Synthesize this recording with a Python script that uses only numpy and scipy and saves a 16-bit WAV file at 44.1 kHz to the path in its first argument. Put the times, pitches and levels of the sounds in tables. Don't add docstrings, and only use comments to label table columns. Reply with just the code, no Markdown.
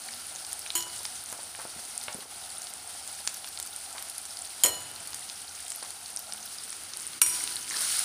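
import sys
import numpy as np
from scipy import signal
from scipy.fft import rfft, irfft, next_fast_len
from scipy.io import wavfile

SR = 44100
rng = np.random.default_rng(int(sys.argv[2]) if len(sys.argv) > 2 else 0)


def generate_wav(sig):
    pcm = np.round(np.clip(np.atleast_2d(sig).T, -1, 1) * 32767).astype(np.int16)
    wavfile.write(sys.argv[1], SR, pcm)


N = 354563

# pitch_hz, level_db, t60_s (each blow scales level and t60)
WOK_MODES = [(345, -48, .55), (987, -39, .6), (1873, -38, .38), (2956, -33, .65), (4184, -32.5, .55),
             (5536, -39, .25), (6922, -29, .55), (8510, -36, .25)]
# pitch_hz, level_db (each blow shifts it), t60_s
SPOON_MODES = [(3157, -28, .07), (6869, -35, .35), (6930, -19, .13), (7052, -36, .55), (7827, -38, .15),
               (8188, -40, .35), (8320, -36, .25), (8680, -39, .28), (9254, -39, .35), (9549, -36, .4),
               (10048, -37, .28), (10150, -38, .32), (11270, -41, .35), (12040, -37, .35),
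               (12088, -36, .22), (12300, -43, .3), (12640, -43, .35), (13790, -52, .4), (14550, -48, .26),
               (15110, -49, .25)]
# pitch_hz, level_db (each blow shifts it), t60_s
LADLE_MODES = [(2385, -47, .35), (5691, -37, .55), (5703, -33, .5), (6855, -39, .55), (8140, -36, .45),
               (8255, -40, .5), (8375, -38, .55), (8505, -38, .7), (8675, -39, .9), (9261, -31, .5),
               (9327, -34, .6), (9540, -32, .6), (9680, -34, .6), (10049, -45, .6), (10400, -38, .8),
               (10750, -44, .7), (12340, -48, .45), (12820, -43, .3), (13780, -49, .45), (14522, -47, .35)]


def from_db(db):
    return 10 ** (np.asarray(db) / 20)


def rms_one(x):
    return x / np.sqrt(np.mean(x ** 2) + 1e-20)


def in_time(rows):
    s, *columns = np.transpose(rows)
    return [np.interp(np.arange(N) / SR, s, column) for column in columns]


def colour(x, spectrum):
    size = next_fast_len(len(x))
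    points = np.array(spectrum)
    hz = np.arange(size // 2 + 1) * SR / size + 1
    curve_db = np.interp(np.log(hz), np.log(points[:, 0]), points[:, 1])
    return irfft(rfft(x, size) * from_db(curve_db), size)[:len(x)]


def drift(rate_hz):
    r = np.exp(-40 * np.pi * rate_hz / SR)
    noise = rng.standard_normal(N // 20 + 3002)
    slow = signal.lfilter([1], [1, -2 * r, r * r], noise)[3000:]
    return np.interp(np.arange(N) / 20, np.arange(len(slow)), rms_one(slow))


def resonate(x, hz, width_hz):
    r = np.exp(-np.pi * width_hz / SR)
    feed = np.array([1, 0, -1]) * (1 - r * r) / 2
    return signal.lfilter(feed, [1, -2 * r * np.cos(2 * np.pi * hz / SR), r * r], x)


def add(out, s, sound):
    i = round(s * SR)
    out[i:i + len(sound)] += sound[:N - i]


def blip(hz, cycles):
    rise = cycles / hz / 9
    t = np.arange(round(12 * rise * SR) + 2) / SR
    swell = t / rise * np.exp(1 - t / rise)
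    return np.cos(2 * np.pi * hz * (t - rise)) * swell, rise


def bubbles(per_s, spread_db, cycles, clump_db):
    sizes = from_db(spread_db * np.minimum(rng.exponential(1, N), 4)) * rng.choice([-1, 1], N)
    born = rng.random(N) < per_s * from_db(clump_db * drift(25)) / SR
    pitches = np.geomspace(1000, 16000, 16)
    dealt = rng.integers(0, 16, N)
    out = 0
    for k, hz in enumerate(pitches):
        width = 3.14 * hz / cycles
        bursts = sizes * born * (dealt == k) + 1e-18
        out = out + resonate(resonate(bursts, hz, width), hz, width)
    return rms_one(out)


def sizzle(level_db):
    # pitch_hz, level_db (per Hz)
    sizzle_colour = [(710, -59), (1200, -16), (1360, -9.5), (1860, -14), (2090, -10.5), (2320, -14),
                     (4600, -4), (7350, -9), (9300, 1.5), (9810, -1), (12100, -16), (14900, -16),
                     (15400, -9.5)]
    fizz = bubbles(14000, spread_db=1.5, cycles=5.35, clump_db=3.0)
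    crackle = bubbles(600, spread_db=5.0, cycles=16.0, clump_db=3.0)
    steam = rng.standard_normal(N)
    crackle_db = -4 + 0.1 * (level_db - level_db[0])
    mix = fizz + from_db(crackle_db) * crackle + from_db(-2.0) * steam
    return from_db(level_db + 0.7 * drift(8)) * rms_one(colour(mix, sizzle_colour))


def flame(roar_db, hollow_db):
    # pitch_hz, level_db (per Hz)
    roar_colour = [(59, -31), (100, -27), (124, -8), (253, -4.5), (406, -6), (695, -8), (1070, -5),
                   (1360, -2.5), (1860, -7.5), (2500, -6.5), (3250, -5.5), (5500, -120)]
    # pitch_hz, width_hz (of each of two passes), level_db (relative)
    air_modes = [(744, 252, 1.5), (1356, 170, -5)]
    rumble_hz, rumble_width_hz, rumble_db = 76, 30, -65.5
    broad = rms_one(colour(rng.standard_normal(N), roar_colour))
    air = rng.standard_normal(N) * from_db(2.5 * drift(27))
    hollow = 0
    for hz, width, db in air_modes:
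        hollow = hollow + from_db(db) * rms_one(resonate(resonate(air, hz, width), hz, width))
    low = resonate(rng.standard_normal(N), rumble_hz, rumble_width_hz)
    low = rms_one(resonate(low, rumble_hz, 2 * rumble_width_hz))
    return from_db(roar_db) * broad + from_db(hollow_db) * hollow + from_db(rumble_db) * low


def spits():
    # crest_s, peak_db (before the colour), pitch_hz, length_cycles
    large_drops = [(0.089, -32, 1930, 6.6), (0.1378, -24, 4400, 5.2), (0.3601, -23, 6600, 11),
                   (0.4492, -20.5, 5200, 5.8), (0.5225, -22, 6540, 4.6), (0.5305, -12, 9500, 9),
                   (0.5929, -16, 11410, 11), (0.6629, -24.5, 2670, 4.4), (0.7042, -16, 3940, 8.9),
                   (0.8064, -19, 5200, 4.1), (0.8254, -19.5, 6050, 8.3), (0.9905, -26, 9500, 16),
                   (1.0321, -19, 12360, 5.5), (1.053, -11.5, 5460, 2.8), (1.2388, -18, 12060, 6.7),
                   (1.3194, -19, 11400, 7.2), (1.327, -11.5, 12150, 3.0), (1.55, -25.5, 2330, 3.5),
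                   (1.6076, -23, 10140, 7.5), (1.6172, -21, 10030, 9.1), (1.978, -14, 8960, 17),
                   (2.0378, -18, 9050, 5.6), (2.0824, -21, 2720, 5.4), (2.1289, -23, 5840, 5.6),
                   (2.6198, -21, 7000, 6.4), (2.6702, -23, 4780, 4.5), (2.7376, -17, 9720, 4.5),
                   (3.0765, -18, 8700, 7.4), (3.2754, -5, 6300, 2.8), (3.3432, -12, 13840, 6),
                   (3.4448, -20, 4030, 2.7), (3.4743, -23, 5930, 3), (3.4888, -20, 12500, 14.0),
                   (3.5752, -22, 4430, 8.5), (3.589, -21, 8400, 9.2), (3.599, -37, 1950, 2.1),
                   (3.6, -9.5, 12580, 3.3), (3.6277, -14.5, 8100, 10), (3.663, -17, 12900, 7.5),
                   (3.7364, -24, 13970, 14.0), (3.7625, -21, 9070, 26), (3.928, -21.5, 8360, 12),
                   (3.9819, -21, 3400, 2.4), (4.025, -12, 12850, 4.1), (4.0868, -23, 9810, 11),
                   (4.0983, -13.5, 11400, 7.5), (4.1816, -14, 10300, 13), (4.2537, -16.5, 8740, 3.8),
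                   (4.3711, -24, 4900, 11), (4.454, -25, 9600, 27), (4.9136, -25, 12840, 5.4),
                   (4.9617, -29, 4430, 14), (5.0743, -16.5, 10100, 8.2), (5.1055, -21, 11590, 8.7),
                   (5.132, -20.5, 4770, 2.8), (5.145, -12.5, 9600, 4.2), (5.299, -21.5, 4260, 5.2),
                   (5.494, -27.5, 5790, 14), (5.6042, -19, 9790, 4.3), (5.6815, -19.5, 8450, 5.7),
                   (5.7033, -18, 9300, 12), (5.7195, -14, 8350, 2.6), (5.76, -17, 11600, 22),
                   (5.8275, -25, 4520, 9), (5.849, -24, 6820, 4.9), (5.9059, -19, 9500, 8.5),
                   (6.1626, -15, 9100, 14), (6.1722, -20, 5750, 13), (6.192, -13, 13200, 12),
                   (6.3236, -18.5, 4930, 5.2), (6.3358, -18, 9300, 15), (6.4594, -21, 13190, 17),
                   (6.5851, -25.5, 5030, 13), (6.6365, -24.5, 8750, 15), (6.7287, -19.5, 6580, 2.5),
                   (6.9362, -19.5, 5260, 5.8), (6.9716, -16, 9800, 9.5), (6.9997, -22, 7900, 7.8),
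                   (7.0755, -20.5, 9440, 13), (7.1334, -27, 4160, 7.1), (7.4394, -13.5, 9150, 22),
                   (7.476, -16, 4130, 4.5), (7.5242, -28, 4450, 18), (7.558, -14, 9400, 12),
                   (7.5667, -22, 4070, 12), (7.679, -21, 5000, 3), (7.7012, -15.5, 6800, 6.4),
                   (7.7105, -28.5, 1920, 9.7), (7.743, -29, 1770, 14.0), (7.8192, -11.5, 8600, 8.1)]
    # pitch_hz, level_db
    spit_colour = [(200, -36), (700, 1.5), (7000, -0.5), (9400, 0.5), (11500, -7), (15500, -10)]
    small_count, low_hz, high_hz = 160, 2200, 14400
    small_db, db_per_octave, spread_db = -38.5, 0.5, 2
    fewest_cycles, most_cycles = 2.3, 9
    echo_s, echo_db = 0.0015, -14
    spray_db, spray_t60_s, spray_width = -15, 0.017, 0.44

    when, size, pitch, length = rng.random((small_count, 4)).T
    hz = low_hz * (high_hz / low_hz) ** pitch
    db = small_db + db_per_octave * np.log2(hz / low_hz) + spread_db * (2 * size - 1)
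    longer = length * pitch
    cycles = fewest_cycles * (1 - longer) + most_cycles * longer
    small_drops = np.transpose([when * N / SR, db, hz, cycles])
    drops = np.vstack([small_drops, large_drops])

    out = np.zeros(N)
    t = np.arange(SR // 20) / SR
    for (s, db, hz, cycles), noise in zip(drops, rng.standard_normal((len(drops), len(t)))):
        burst, rise = blip(hz, np.clip(cycles, 2, 40))
        start = max(s - rise, 0)
        add(out, start, from_db(db) * burst)
        add(out, start + echo_s, -from_db(db + echo_db) * burst)
        spray = rms_one(resonate(noise, hz, spray_width * hz))
        add(out, s, from_db(db + spray_db - 60 * t / spray_t60_s) * spray)
    return colour(out, spit_colour)


def kitchen(x):
    t60_s = 0.3
    t = np.arange(SR // 2) / SR
    dull = signal.lfilter([1], [1, -.3], rng.standard_normal(len(t)))
    tail = dull * from_db(-60 * t / t60_s) * (t > .004)
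    return signal.fftconvolve(x, tail / np.sqrt(np.sum(tail ** 2)))[:N]


def hum():
    # start_s, end_s, pitch_hz, level_db (rms before the swell)
    hum_tones = [(0.054, 0.21, 239, -62), (1.909, 2.1, 237, -65), (6.247, 6.517, 213, -64)]
    out = np.zeros(N)
    for start, end, hz, db in hum_tones:
        t = np.arange(round((end - start) * SR)) / SR
        swell = np.sin(np.pi * t / (end - start)) ** .5
        add(out, start, from_db(db) * np.sqrt(2) * np.sin(2 * np.pi * hz * t) * swell)
    return out


def ring(hz, t60, phase, beat_hz, depth):
    t = np.arange(round(t60 * SR) + 2) / SR
    waver = 1 + depth * np.cos(2 * np.pi * beat_hz * t)
    return np.sin(2 * np.pi * hz * t + phase) * from_db(-60 * t / t60) * waver


def chimes(strikes, tool_modes):
    tilt_centre_hz = 3000
    out = np.zeros(N)
    for s, wok_db, place, tilt_db, longer, tool_db in strikes:
        for waves, (hz, db, t60) in enumerate(WOK_MODES, 2):
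            shape = np.cos(np.pi * waves * place)
            level = from_db(wok_db + db + tilt_db * np.log2(hz / tilt_centre_hz))
            add(out, s, level * shape * ring(hz, longer * t60, 0, rng.uniform(4, 10), depth=.2))
        for hz, db, t60 in tool_modes:
            phase = rng.uniform(0, 2 * np.pi)
            add(out, s, from_db(tool_db + db) * ring(hz, t60, phase, rng.uniform(6, 20), depth=.3))
    return out


def blows():
    # start_s, wok_db, rim_place (0-1), tilt_db (per octave), ring_length (factor on t60), tool_db
    strikes = [(.7522, -2, .4, -2.5, .9, -10), (4.6365, 0, .02, .5, 1.1, 1), (7.2165, -15, .36, -4, 4, 3)]
    return chimes(strikes[:2], SPOON_MODES) + chimes(strikes[2:], LADLE_MODES)


def crashes(contacts, modes, width_hz, broad_db, cut_hz):
    # pitch_hz, level_db (per Hz)
    steel_colour = [(150, -29), (400, -16.5), (2000, -4.5), (4000, -8), (6000, -7.5), (8300, 4),
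                    (10200, 3.5), (11200, -0.5), (12300, -3), (13500, -8), (15500, -14.5)]
    out = np.zeros(N)
    noise = rng.standard_normal((len(contacts), 2, SR // 2))
    t = np.arange(SR // 2) / SR
    high = signal.butter(2, cut_hz, "high", fs=SR, output="sos")
    crack = from_db(5.0 - 60 * t / 0.015)
    for (s, db, t60), (rattle, hiss) in zip(contacts, noise):
        tuned = 0
        for hz, mode_db, _ in modes:
            tuned = tuned + from_db(mode_db / 2) * resonate(resonate(rattle, hz, width_hz), hz, width_hz)
        broad = rms_one(signal.sosfilt(high, colour(hiss, steel_colour)))
        fade = from_db(-60 * t / t60)
        body = (rms_one(tuned) + from_db(broad_db) * broad) * fade
        add(out, s, from_db(db) * (body + broad * crack))
    return out


def spoon_rattle():
    # start_s, level_db, t60_s
    contacts = [(0.753, -26, 0.14), (0.768, -34, .1), (.776, -32.5, 0.23), (4.6359, -16, 0.067),
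                (4.649, -26, 0.15), (4.66, -25, 0.18)]
    modes = [*SPOON_MODES, *WOK_MODES[3:]]
    return crashes(contacts, modes, width_hz=110, broad_db=-4, cut_hz=250)


def knocks():
    # start_s, peak_db (of the blip), pitch_hz, decay_s (the puff falls 60 dB in 2.97 times this)
    thuds = [(0.779, -51, 85, 0.75), (.868, -33, 900, .02), (1.006, -39, 900, .02),
             (1.326, -30.5, 750, 0.025), (1.39, -36, 700, 0.039), (1.59, -31, 805, 0.068),
             (1.652, -29.5, 555, 0.019), (1.762, -42, 202, 0.059), (1.79, -43, 600, 0.046),
             (2.082, -28.5, 790, 0.048), (2.084, -34, 1690, 0.07), (2.148, -33.5, 250, 0.041),
             (2.185, -41, 396, .04), (2.225, -34.5, 970, 0.023), (2.256, -36, 600, 0.028),
             (3.275, -31, 1550, 0.019), (3.95, -35, 855, 0.12), (4.648, -23.5, 480, 0.12),
             (4.69, -50, 85, 1.2), (5.826, -32, 910, 0.039), (7.215, -46, 1350, 0.028),
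             (7.269, -50, 85, 0.36)]
    out = np.zeros(N)
    noise = rng.standard_normal((len(thuds), SR // 2))
    t = np.arange(SR // 2) / SR
    for (s, db, hz, decay), puff in zip(thuds, noise):
        add(out, s, from_db(db) * blip(hz, 3.2)[0])
        dull = rms_one(resonate(resonate(puff, hz, 0.83 * hz), hz, 2.6 * hz))
        onset = np.minimum(t * hz, 1)
        add(out, s, from_db(db - 9.5 - 60 * t / (2.97 * decay)) * dull * onset)
    return out


def ladle_rattle():
    # start_s, level_db, t60_s
    contacts = [(7.2165, -14, 0.081), (7.232, -40, 0.088), (7.263, -29, 0.53)]
    return crashes(contacts, LADLE_MODES, width_hz=150, broad_db=-6, cut_hz=1020)


def stirring():
    # pitch_hz, width_hz, level_db (relative)
    scrape_modes = [(1300, 500, -2.5), (1920, 850, -5), (4300, 1000, 5)]
    start_s, bite_s, level_db, ease_db_per_s = 7.695, 0.044, -37, 24
    grit = from_db(2.6 * np.minimum(rng.exponential(1, N), 4))
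    slips = rng.standard_normal(N) * grit * from_db(4.0 * drift(35))
    rung = sum(from_db(db) * rms_one(resonate(slips, hz, width)) for hz, width, db in scrape_modes)
    t = np.arange(N) / SR - start_s
    bite = np.clip(t / bite_s, 0, 1)
    stroke = bite * from_db(level_db - ease_db_per_s * np.maximum(t, 0))
    return stroke * rms_one(rung)


def scene():
    # time_s, sizzle_db (before a slow drift), roar_db (broad), hollow_db (before its mode levels)
    frying_levels = [(0, -41, -54.5, -58), (2.45, -41.5, -55, -57.5), (4.5, -41.5, -56.5, -57.5),
                     (4.8, -41.5, -51.5, -56.5), (5.6, -41.5, -56.5, -59), (6.35, -42.5, -55.5, -57.5),
                     (7.0, -41.5, -52, -66.5), (7.22, -41.5, -51, -72), (7.38, -33, -48.5, -58),
                     (7.66, -39.5, -53, -67), (7.77, -30.5, -45.5, -60), (7.93, -28, -53, -56.5),
                     (8.04, -29, -54, -54)]
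    sizzle_db, roar_db, hollow_db = in_time(frying_levels)
    events = spits() + spoon_rattle() + knocks() + ladle_rattle()
    steady = sizzle(sizzle_db) + flame(roar_db, hollow_db) + hum() + stirring()
    room = from_db(-13) * kitchen(events)
    return (steady + blows() + events + room)[None]


def record(dry):
    # lowest_s, depth_db, fall_s, return_s
    fades = [(2.27, -5.5, 0.061, .04), (7.211, -15, 0.029, 0.0027)]
    bass_cut_hz, top_cut_hz = 66, 15650
    fade_db = sum(in_time([(s - fall, 0), (s, db), (s + back, 0)])[0] for s, db, fall, back in fades)
    high_pass = signal.butter(2, bass_cut_hz, "high", fs=SR, output="sos")
    low_pass = signal.cheby2(16, 42, top_cut_hz, fs=SR, output="sos")
    thin = signal.sosfilt(high_pass, dry * from_db(fade_db))
    return signal.sosfilt(low_pass, thin)


dry = scene()
out = record(dry)
generate_wav(out)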